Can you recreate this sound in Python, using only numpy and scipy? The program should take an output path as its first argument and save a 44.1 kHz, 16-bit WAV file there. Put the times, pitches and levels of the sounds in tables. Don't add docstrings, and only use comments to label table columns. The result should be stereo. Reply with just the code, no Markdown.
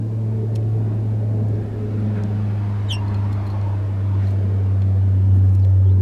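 import sys
import numpy as np
from scipy import signal
from scipy.io import wavfile
from scipy.ndimage import uniform_filter1d

SR = 44100
rng = np.random.default_rng(int(sys.argv[2]) if len(sys.argv) > 2 else 0)


def master(y):
    cut = np.clip(np.atleast_2d(y).T, -1, 1)
    pcm = np.round(cut * 32767)
    wavfile.write(sys.argv[1], SR, pcm.astype(np.int16))


N = 265129

# start_s, level_db
BLADE_LEVEL = [(0.04, -23), (0.24, -20.5), (0.5, -21.5), (0.75, -18), (0.92, -20.5), (1.52, -19),
               (1.69, -27.5), (2.07, -20), (2.29, -22.5), (2.32, -20.5), (3.06, -21.5), (3.23, -19),
               (3.49, -23), (3.62, -20), (3.95, -21.5), (4.18, -17), (4.4, -18.5), (5.21, -14.5),
               (5.34, -12), (5.57, -13.5), (5.89, -12), (5.97, -13.5)]
# start_s, second_db, fourth_db
BLADE_HARMONICS = [(0, -39, -48), (.35, -32, -38), (.62, -42, -44), (.85, -33.5, -43.5), (1.15, -41.5, -54),
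                   (1.4, -37.5, -39), (1.6, -38, -44.5), (1.82, -44.5, -36.5), (2.0, -29.5, -43.5),
                   (2.2, -29.5, -38), (2.42, -31.5, -52), (2.62, -39, -56), (2.7, -32.5, -59),
                   (2.8, -41.5, -58), (3.18, -33.5, -51), (3.3, -37, -62), (3.65, -39, -65),
                   (3.85, -46, -67), (4.0, -38, -61), (4.4, -38, -50.5), (4.6, -40, -66),
                   (4.8, -36.5, -63.5), (5.1, -37.5, -48), (5.4, -33.5, -62), (5.65, -43.5, -58.5),
                   (6.01, -56.5, -41)]
# start_s, level_db, top_weight_db
ROAR = [(0, -33, 0.5), (.33, -28.5, 0.5), (.7, -27, -3.5), (1.0, -28, -1.5), (1.45, -26, -1),
        (1.75, -28, -0.5), (2.2, -29.5, 4.5), (2.7, -35.5, 5), (3.2, -33, 3.5), (3.8, -32.5, 2.5),
        (4.4, -28, -0.5), (5.0, -31, 1.5), (5.35, -27.5, -3.5), (5.7, -33, 1.5), (6.01, -26, -3.5)]
# frequency_hz, relative_db (per Hz)
ROAR_COLOUR = [(25, -38), (45, -17.5), (80, -3), (140, -7), (190, 1), (250, -4), (320, -4.5), (450, -11.5),
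               (620, -14), (900, -24), (1500, -37), (3000, -49.5), (6000, -69.5)]
# start_s, level_db, tread_band_db
TYRES = [(0, -60.5, 3.5), (.75, -57.5, -3), (1.4, -57, -3.5), (2.05, -51.5, -1), (3.04, -49, 8),
         (3.61, -50, 6), (3.91, -52.5, 6), (4.39, -52, 3), (4.78, -54, 2), (5.73, -58.5, 4),
         (6.01, -62, 8.5)]
# frequency_hz, relative_db (per Hz)
TYRE_COLOUR = [(300, -29.5), (550, -4.5), (750, -3.5), (1100, -6.5), (1600, -7.5), (2400, -13),
               (3500, -18.5), (5000, -24.5), (8000, -39), (14000, -53)]
# start_s, firing_rate_hz, level_db
ENGINE = [(0, 40.4, -48), (.6, 41.8, -42.5), (1.2, 43.4, -43.5), (2.5, 41.5, -42), (3.15, 37.4, -43),
          (3.8, 35.3, -42), (4.25, 30.2, -49), (5.1, 28.3, -49), (6.01, 27.15, -51.5)]
# frequency_hz, relative_db (per Hz)
HISS_COLOUR = [(1500, -7.5), (4000, 3), (8000, -0.5), (13000, -6.5), (14300, -5.5), (14900, -15.5),
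               (15600, -20)]
# frequency_hz, likeness (1 same, 0 unrelated, below 0 opposed)
LIKENESS = [(30, 1), (60, 0.83), (290, 0.92), (640, 0.76), (1400, 0.53), (3100, 0.072), (6800, -0.17),
            (15000, -0.2)]
# frequency_hz, left_minus_right_db
NOISE_LEAN = [(30, 0), (60, 1.5), (200, -0.5), (400, 2), (700, 2.5), (1300, 1.4), (2400, 1.5), (5000, 0.5),
              (10000, 0.5)]
# start_s, pitch_hz, first_harmonic_db, second_harmonic_db, drop_per_higher_harmonic_db
CALL = [(2.881, 3994, -65, -78, 15), (2.887, 3830, -45, -58, 25), (2.895, 3640, -44, -55, 17),
        (2.905, 3496, -38, -49, 6), (2.911, 3310, -25.5, -48, 5), (2.918, 3057, -23.5, -50, 1),
        (2.926, 2884, -34, -34.5, 7), (2.934, 2760, -33, -36, 10), (2.938, 2710, -29, -35, 9),
        (2.945, 2750, -57, -38, 5.5), (2.953, 2760, -34, -36, 15), (2.957, 2720, -37, -43, 14),
        (2.964, 2820, -50, -46, 18), (2.968, 2790, -49, -54, 25), (2.974, 2750, -52, -64, 27),
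        (2.988, 2770, -48, -64, 25), (2.997, 2750, -64, -78, 25)]
# start_s, pitch_hz, level_db
SECOND_VOICE = [(2.887, 3100, -60), (2.893, 3100, -47), (2.901, 3130, -34), (2.908, 3093, -27.5),
                (2.914, 3040, -30), (2.921, 2950, -50)]
# start_s, length_s, first_pitch_hz, last_pitch_hz, level_db
PEEPS = [(5.617, 0.027, 4640, 4500, -61.5), (5.63, 0.017, 4000, 3990, -59.5),
         (5.856, 0.029, 3420, 3100, -62.5), (5.886, .016, 2880, 2980, -63),
         (5.885, 0.022, 3150, 3700, -58.5), (5.908, 0.035, 3870, 4000, -65)]
# start_s, level_db, low_part_db, high_part_db, left_minus_right_db, fade_s, wire_ring_db
TICKS = [(0.553, -44, -14, -9, 3, 0.0036, -32), (0.5574, -38.5, -2, -5.5, 0, 0.0039, -30),
         (0.564, -53, 2, -5, 0, 0.0061, -25), (1.485, -56, -6, 2, 1, 0.0025, -28),
         (1.554, -53, -7, -15, 0, 0.0021, -29), (2.006, -56, -10, -1, 1, .0015, -30),
         (2.236, -39.5, -12, -14, 0, 0.0027, -17), (3.0805, -51, -20, -10, 5, 0.0015, 3),
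         (3.0855, -59, -20, 9, 6, .0012, -32), (3.1432, -45, 4, -20, 5, 0.0013, -20),
         (3.145, -40, 4, -13, 7, 0.0011, -6), (3.322, -56, -13, -10, 0, 0.004, -19),
         (3.328, -50.5, -6, -8, 8, 0.0036, 0), (3.465, -57, -11, -10, 8, .0015, 3),
         (3.467, -55.5, -11, -4, 8, .002, 9), (3.5015, -49.5, 1, -18, 7, 0.0018, 3),
         (3.6133, -48, -6, -10, 5, .0015, -6), (4.2705, -53, -4, -14, 1, 0.0023, 3),
         (4.277, -61, -4, 5, 3, .002, -12), (4.284, -58, -3, 4, 3, .002, -10),
         (4.306, -52, 6, -8, 8, 0.003, -4), (4.312, -59, -5, 7, 3, .0015, -20),
         (4.8195, -48.5, 10.5, -16, 1, 0.0022, -34), (4.8265, -61, 16, -22, 4, 0.0017, -34),
         (5.45, -59, -9, 6, 1.5, 0.00143, -32), (5.493, -49, -9, -6, -1, 0.0013, -30),
         (5.499, -64, -5, 8, 0.1, .0015, -32), (5.55, -45, -10, -6, 3, 0.0018, -30),
         (5.553, -53, 1, 3, 1, 0.0025, -29.5), (5.597, -42.5, -9, -9, 3.5, 0.001, -30),
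         (5.648, -49, 5, -9.5, 4, 0.0033, -26.5), (5.655, -60.5, -4, 5, -4, .002, -28),
         (5.701, -54, -8.5, -1, 9.5, 0.0013, -30.5)]
# lowest_hz, highest_hz
TICK_PARTS = [(1500, 4300), (3600, 7500), (6500, 13500)]
# frequency_hz, width_hz, strength_db
RAIL_RESONANCES = [(1820, 260, -5), (2500, 600, 0), (3300, 700, -5), (4250, 400, 1), (5380, 800, 0),
                   (6900, 900, -5)]
# middle_s, level_db, half_length_s
SCUFFS = [(3.173, -67, 0.0091), (3.332, -58.5, 0.008), (3.474, -61, .01), (3.508, -64, .008),
          (4.279, -67, 0.02), (4.313, -65, 0.012), (5.365, -63, 0.026), (5.47, -69, .04),
          (5.535, -62, .015)]
# middle_s, level_db, half_length_s, lowest_hz, highest_hz
SWELLS = [(0.9, -46.5, 0.15, 450, 890), (1.4, -44, 0.13, 183, 188), (2.3, -36.5, 0.37, 179, 194),
          (2.179, -44.5, 0.034, 990, 1990), (3.62, -43, 0.13, 512, 696), (3.545, -40.5, 0.032, 790, 910),
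          (3.695, -37, 0.045, 870, 960), (4.15, -44, 0.047, 860, 994), (4.228, -48, 0.054, 997, 2150),
          (4.27, -57, 0.067, 1800, 5160), (4.45, -63, 0.33, 2195, 2290), (5.25, -65.5, .25, 2810, 3090)]

BLADE_HZ, MACH, NEAREST_S, PASS_S = 102.2, .14, 2.9, 4.5
THIRD_DB, THIRD_FADING_DB = -49, 1.5
HARMONIC_BLUR = .055
LOW_GUST_DB, TREAD_GUST_DB = -1.5, 0.5
TREAD_HZ, TREAD_OCTAVES = 950, 0.22
HISS_DB = -61
SECOND_ORDER_DB, SECOND_ORDER_NEAR_DB, SECOND_ORDER_S, SECOND_ORDER_SPAN_S = -54.5, 18, 3.2, 0.7
RASP = .09
FLUTTER = .13
CALL_TOP_HZ, CALL_TOP_DB_PER_KHZ = 12500, -4
VOICE_SECOND_HARMONIC_DB = -23
FENCE_ECHO_S, FENCE_ECHO_DB = 0.01, -5
PEEP_ENDS_DB, NOTE_EASE = -7, 1.8
SNAP = .75
WIRE_HZ, WIRE_WIDTH_HZ = 4210, 280
PING_T60_S, RATTLE_T60_S, RATTLE_DB = .02, 0.14, -6.5
EDGE_HZ = 15500


def amp(db):
    return 10 ** (np.asarray(db) / 20)


def evened(x):
    return x / np.sqrt(np.mean(x ** 2) + 1e-20)


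def smooth_twice(x, size):
    return uniform_filter1d(uniform_filter1d(x, size), size)


def read(points, hz):
    f, value = np.transpose(points)
    return np.interp(np.log(hz + 1), np.log(f + 1), value)


def along(rows, t):
    s, *columns = np.transpose(rows)
    return [np.interp(t, s, column) for column in columns]


def band(x, lo_hz, hi_hz):
    return signal.sosfilt(signal.butter(2, [lo_hz, hi_hz], "band", fs=SR, output="sos"), x)


def sides(pan_db):
    return amp([[pan_db / 2], [-pan_db / 2]])


def add(mix, s, sound):
    part = mix[..., round(s * SR):][..., :sound.shape[-1]]
    part += sound[..., :part.shape[-1]]


def bump(t, middle_s, span_s):
    return np.exp(-((t - middle_s) / span_s) ** 2)


def wobble(span_s):
    return evened(smooth_twice(rng.standard_normal(N), round(span_s * SR)))


def partials(hz, multiples, levels_db, blur=0):
    turns = np.cumsum(hz) / SR
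    total = 0
    for k, db in zip(multiples, levels_db):
        phase = k * turns + (k - 1) * blur + rng.random()
        total = total + np.sqrt(2) * amp(db) * np.exp(2j * np.pi * phase)
    return total


def propeller():
    t = np.arange(N) / SR
    gone = (t - NEAREST_S) / PASS_S
    hz = BLADE_HZ / (1 + MACH * gone / np.sqrt(1 + gone ** 2))
    level_db, = along(BLADE_LEVEL, t)
    second_db, fourth_db = along(BLADE_HARMONICS, t)
    levels = [level_db + 0.22 * wobble(0.012),
              second_db + 0.53 * wobble(0.048),
              THIRD_DB + THIRD_FADING_DB * wobble(0.098),
              fourth_db + 3.5 * wobble(0.024)]
    blur = HARMONIC_BLUR * wobble(0.068)
    note = partials(hz + 0.34 * wobble(0.035), range(1, 5), levels, blur=blur)
    crossing = t / t[-1]
    lead = np.exp(.5j * (.39 - .2 * crossing)) * amp(.5 * (1 - crossing))
    return np.array([(note * lead).real, (note / lead).real])


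def broad_noise():
    frames, hz = N // 512 + 5, np.fft.rfftfreq(2048, 1 / SR)
    t = np.arange(frames) * 512 / SR
    a, b, c, d, patches, streaks = rng.standard_normal((frames, 1025, 6)).T
    left, other = a + 1j * b, c + 1j * d
    patches = evened(uniform_filter1d(uniform_filter1d(patches, 8, 0), 6, 1))
    streaks = evened(uniform_filter1d(uniform_filter1d(streaks, 3, 0), 24, 1))
    low_gust, tread_gust = (evened(uniform_filter1d(g, size=5)) for g in rng.standard_normal((2, frames)))

    roar_db, top_db = along(ROAR, t)
    low = 1 / (1 + (hz / 150) ** 4)
    top = 1 / (1 + (400 / (hz + 1)) ** 4)
    roar_db = roar_db + np.outer(low, LOW_GUST_DB * low_gust) + np.outer(top, top_db)
    roar_db = roar_db + 0.67 * patches + 2.38 * streaks - 4.0
    roar = evened(amp(read(ROAR_COLOUR, hz)))[:, None] * amp(roar_db)

    tyre_db, tread_db = along(TYRES, t)
    tread_db = tread_db + TREAD_GUST_DB * tread_gust
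    tread = np.exp(-.5 * (np.log2((hz + 1) / TREAD_HZ) / TREAD_OCTAVES) ** 2)
    tyre_db = tyre_db + np.outer(tread, tread_db) + 1.1 * patches + 1.9 * streaks + 5.5
    tyres = evened(amp(read(TYRE_COLOUR, hz)))[:, None] * amp(tyre_db)

    hiss = evened(amp(read(HISS_COLOUR, hz)))[:, None] * amp(HISS_DB)
    same = np.clip(read(LIKENESS, hz), -1, 1)[:, None]
    lean = amp(read(NOISE_LEAN, hz) / 2)[:, None]
    lean = lean * np.exp(.15j / (1 + (hz[:, None] / 150) ** 2))
    right = same * left + np.sqrt(1 - same ** 2) * other
    field = np.array([left * lean, right / lean])
    unit = np.sqrt(np.mean(signal.istft(left, nperseg=2048, noverlap=1536)[1] ** 2))
    strength = np.sqrt(roar ** 2 + tyres ** 2 + hiss ** 2)
    return signal.istft(field * strength, nperseg=2048, noverlap=1536)[1][:, :N] / unit


def engine():
    t = np.arange(N) / SR
    hz, first_db = along(ENGINE, t)
    second_db = SECOND_ORDER_DB + SECOND_ORDER_NEAR_DB * bump(t, SECOND_ORDER_S, SECOND_ORDER_SPAN_S)
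    levels = [db + 2.0 * wobble(0.0051) for db in (first_db, second_db)]
    note = partials(hz + .5 * wobble(0.052), (1, 2), levels)
    return (note * np.exp([[.2j], [-.2j]])).real


def whistle(rows, jitter=0.018):
    t = np.arange(rows[0][0], rows[-1][0], 1 / SR)
    hz, *levels = along(rows, t)
    hz = uniform_filter1d(hz, size=300, mode="nearest")
    tremble, grain = (evened(smooth_twice(z, 32)) for z in rng.standard_normal((2, len(t))))
    glide = np.clip(uniform_filter1d(abs(np.gradient(hz)), size=200) * SR / 30000, .25, 1)
    shaky_hz = hz * (1 + jitter * glide * tremble)
    tone = partials(shaky_hz, range(1, len(levels) + 1), levels, blur=RASP * glide ** 2 * grain).real
    return t[0], tone * (1 + FLUTTER * grain) * signal.windows.tukey(len(t), .1)


def arch(start, length, from_hz, to_hz, level_db, ends_db):
    u = np.linspace(0, 1, num=21)
    hz = to_hz + (1 - u) ** NOTE_EASE * (from_hz - to_hz)
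    return np.transpose([start + u * length, hz, level_db + ends_db * (2 * u ** 0.97 - 1) ** 2])


def yard(x):
    t = np.arange(round(.15 * SR)) / SR
    taps = rng.standard_normal((2, len(t))) * (rng.random((2, len(t))) < .03)
    taps = taps * amp(-60 * t / 0.086) * (t > .004)
    taps = band(band(taps + 0.36 * taps[::-1], 1800, 3800), 1800, 3800)
    return signal.oaconvolve(x[None], taps / np.linalg.norm(taps[0]), axes=1)[:, :N]


def birds():
    main, second, far = np.zeros((3, N))
    s, hz, first_db, second_db, drop_db = np.transpose(CALL)
    upper_db = []
    for k in range(4):
        over_khz = np.maximum((k + 2) * hz - CALL_TOP_HZ, 0) / 1e3
        upper_db.append(second_db - k * drop_db + CALL_TOP_DB_PER_KHZ * over_khz)
    add(main, *whistle(np.transpose([s, hz, first_db] + upper_db), jitter=0.024))
    voice = np.array(SECOND_VOICE)
    add(second, *whistle(np.c_[voice, voice[:, 2] + VOICE_SECOND_HARMONIC_DB], jitter=0.008))
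    near = main + second + band(4.0 * main * second, 5000, 13000)
    near *= 1 + 0.064 * evened(uniform_filter1d(rng.standard_normal(N), size=10))
    pan_db = np.interp(np.arange(N) / SR, [2.905, 2.93], [0.3, 5])
    heard = np.array([near * amp(pan_db / 2), np.roll(near * amp(-pan_db / 2), shift=1)])
    echo = band(band(near, 3000, 4500), 2950, 4800)
    add(heard, FENCE_ECHO_S, amp(FENCE_ECHO_DB) * echo * sides(-4.0))
    for row in PEEPS:
        add(far, *whistle(arch(*row, PEEP_ENDS_DB), jitter=.022))
    return heard + amp(-16.5) * yard(near) + far * sides(1.4) + amp(-15) * yard(far)


def wire_ring(grit, t):
    rattle = evened(band(grit, WIRE_HZ - WIRE_WIDTH_HZ / 2, WIRE_HZ + WIRE_WIDTH_HZ / 2))
    rattle = rattle * amp(RATTLE_DB - 60 * t / RATTLE_T60_S)
    ping = 2 * np.sin(2 * np.pi * WIRE_HZ * t) * amp(-60 * t / PING_T60_S) * (1 - np.exp(-t / 0.00029))
    return rattle + ping


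def ticks():
    out, t = np.zeros((2, N)), np.arange(3000) / SR
    for s, db, low_db, high_db, pan_db, fade_s, ring_db in TICKS:
        grit = rng.standard_normal(len(t)) + 0.35 * rng.standard_normal((2, len(t)))
        ring = wire_ring(grit, t)
        shape = np.exp(-(t / max(fade_s, .0005)) ** 2) * (1 - np.exp(-t / 0.0005))
        contact = signal.unit_impulse(len(t), idx=round(fade_s * SR / 4))
        scratch = grit * shape + SNAP * np.linalg.norm(shape) * contact
        knock = scratch + sum(amp(g) * band(scratch, f - w / 2, f + w / 2) for f, w, g in RAIL_RESONANCES)
        low, middle, high = (evened(band(band(knock, *edges), *edges)) for edges in TICK_PARTS)
        knock = (amp(low_db) * low + middle + amp(high_db) * high) * np.sqrt(np.mean(shape ** 2))
        add(out, s, amp(db) * sides(pan_db) * (knock + amp(ring_db) * ring))
    return out


def puffs(rows, grain_db):
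    out = np.zeros((2, N))
    t = np.arange(-.4, .4, 1 / SR)
    for s, db, half_length_s, lo_hz, hi_hz in rows:
        noise = rng.standard_normal(len(t)) + 0.31 * rng.standard_normal((2, len(t)))
        noise *= amp(grain_db * evened(uniform_filter1d(rng.standard_normal(len(t)), size=60)))
        add(out, s - .4, amp(db) * evened(band(noise, lo_hz, hi_hz)) * bump(t, 0, half_length_s))
    return out


def scuffs():
    return puffs([(*row, 5500, 14000) for row in SCUFFS], 3.0) * sides(2.5)


def swells():
    return puffs(SWELLS, .5) * sides(2.0)


def scene():
    street = broad_noise() + engine() + swells()
    return propeller() + street + birds() + ticks() + scuffs()


def record(dry):
    return signal.oaconvolve(dry, signal.firwin(511, EDGE_HZ, window=("kaiser", 9), fs=SR)[None], "same")


dry = scene()
out = record(dry)
master(out)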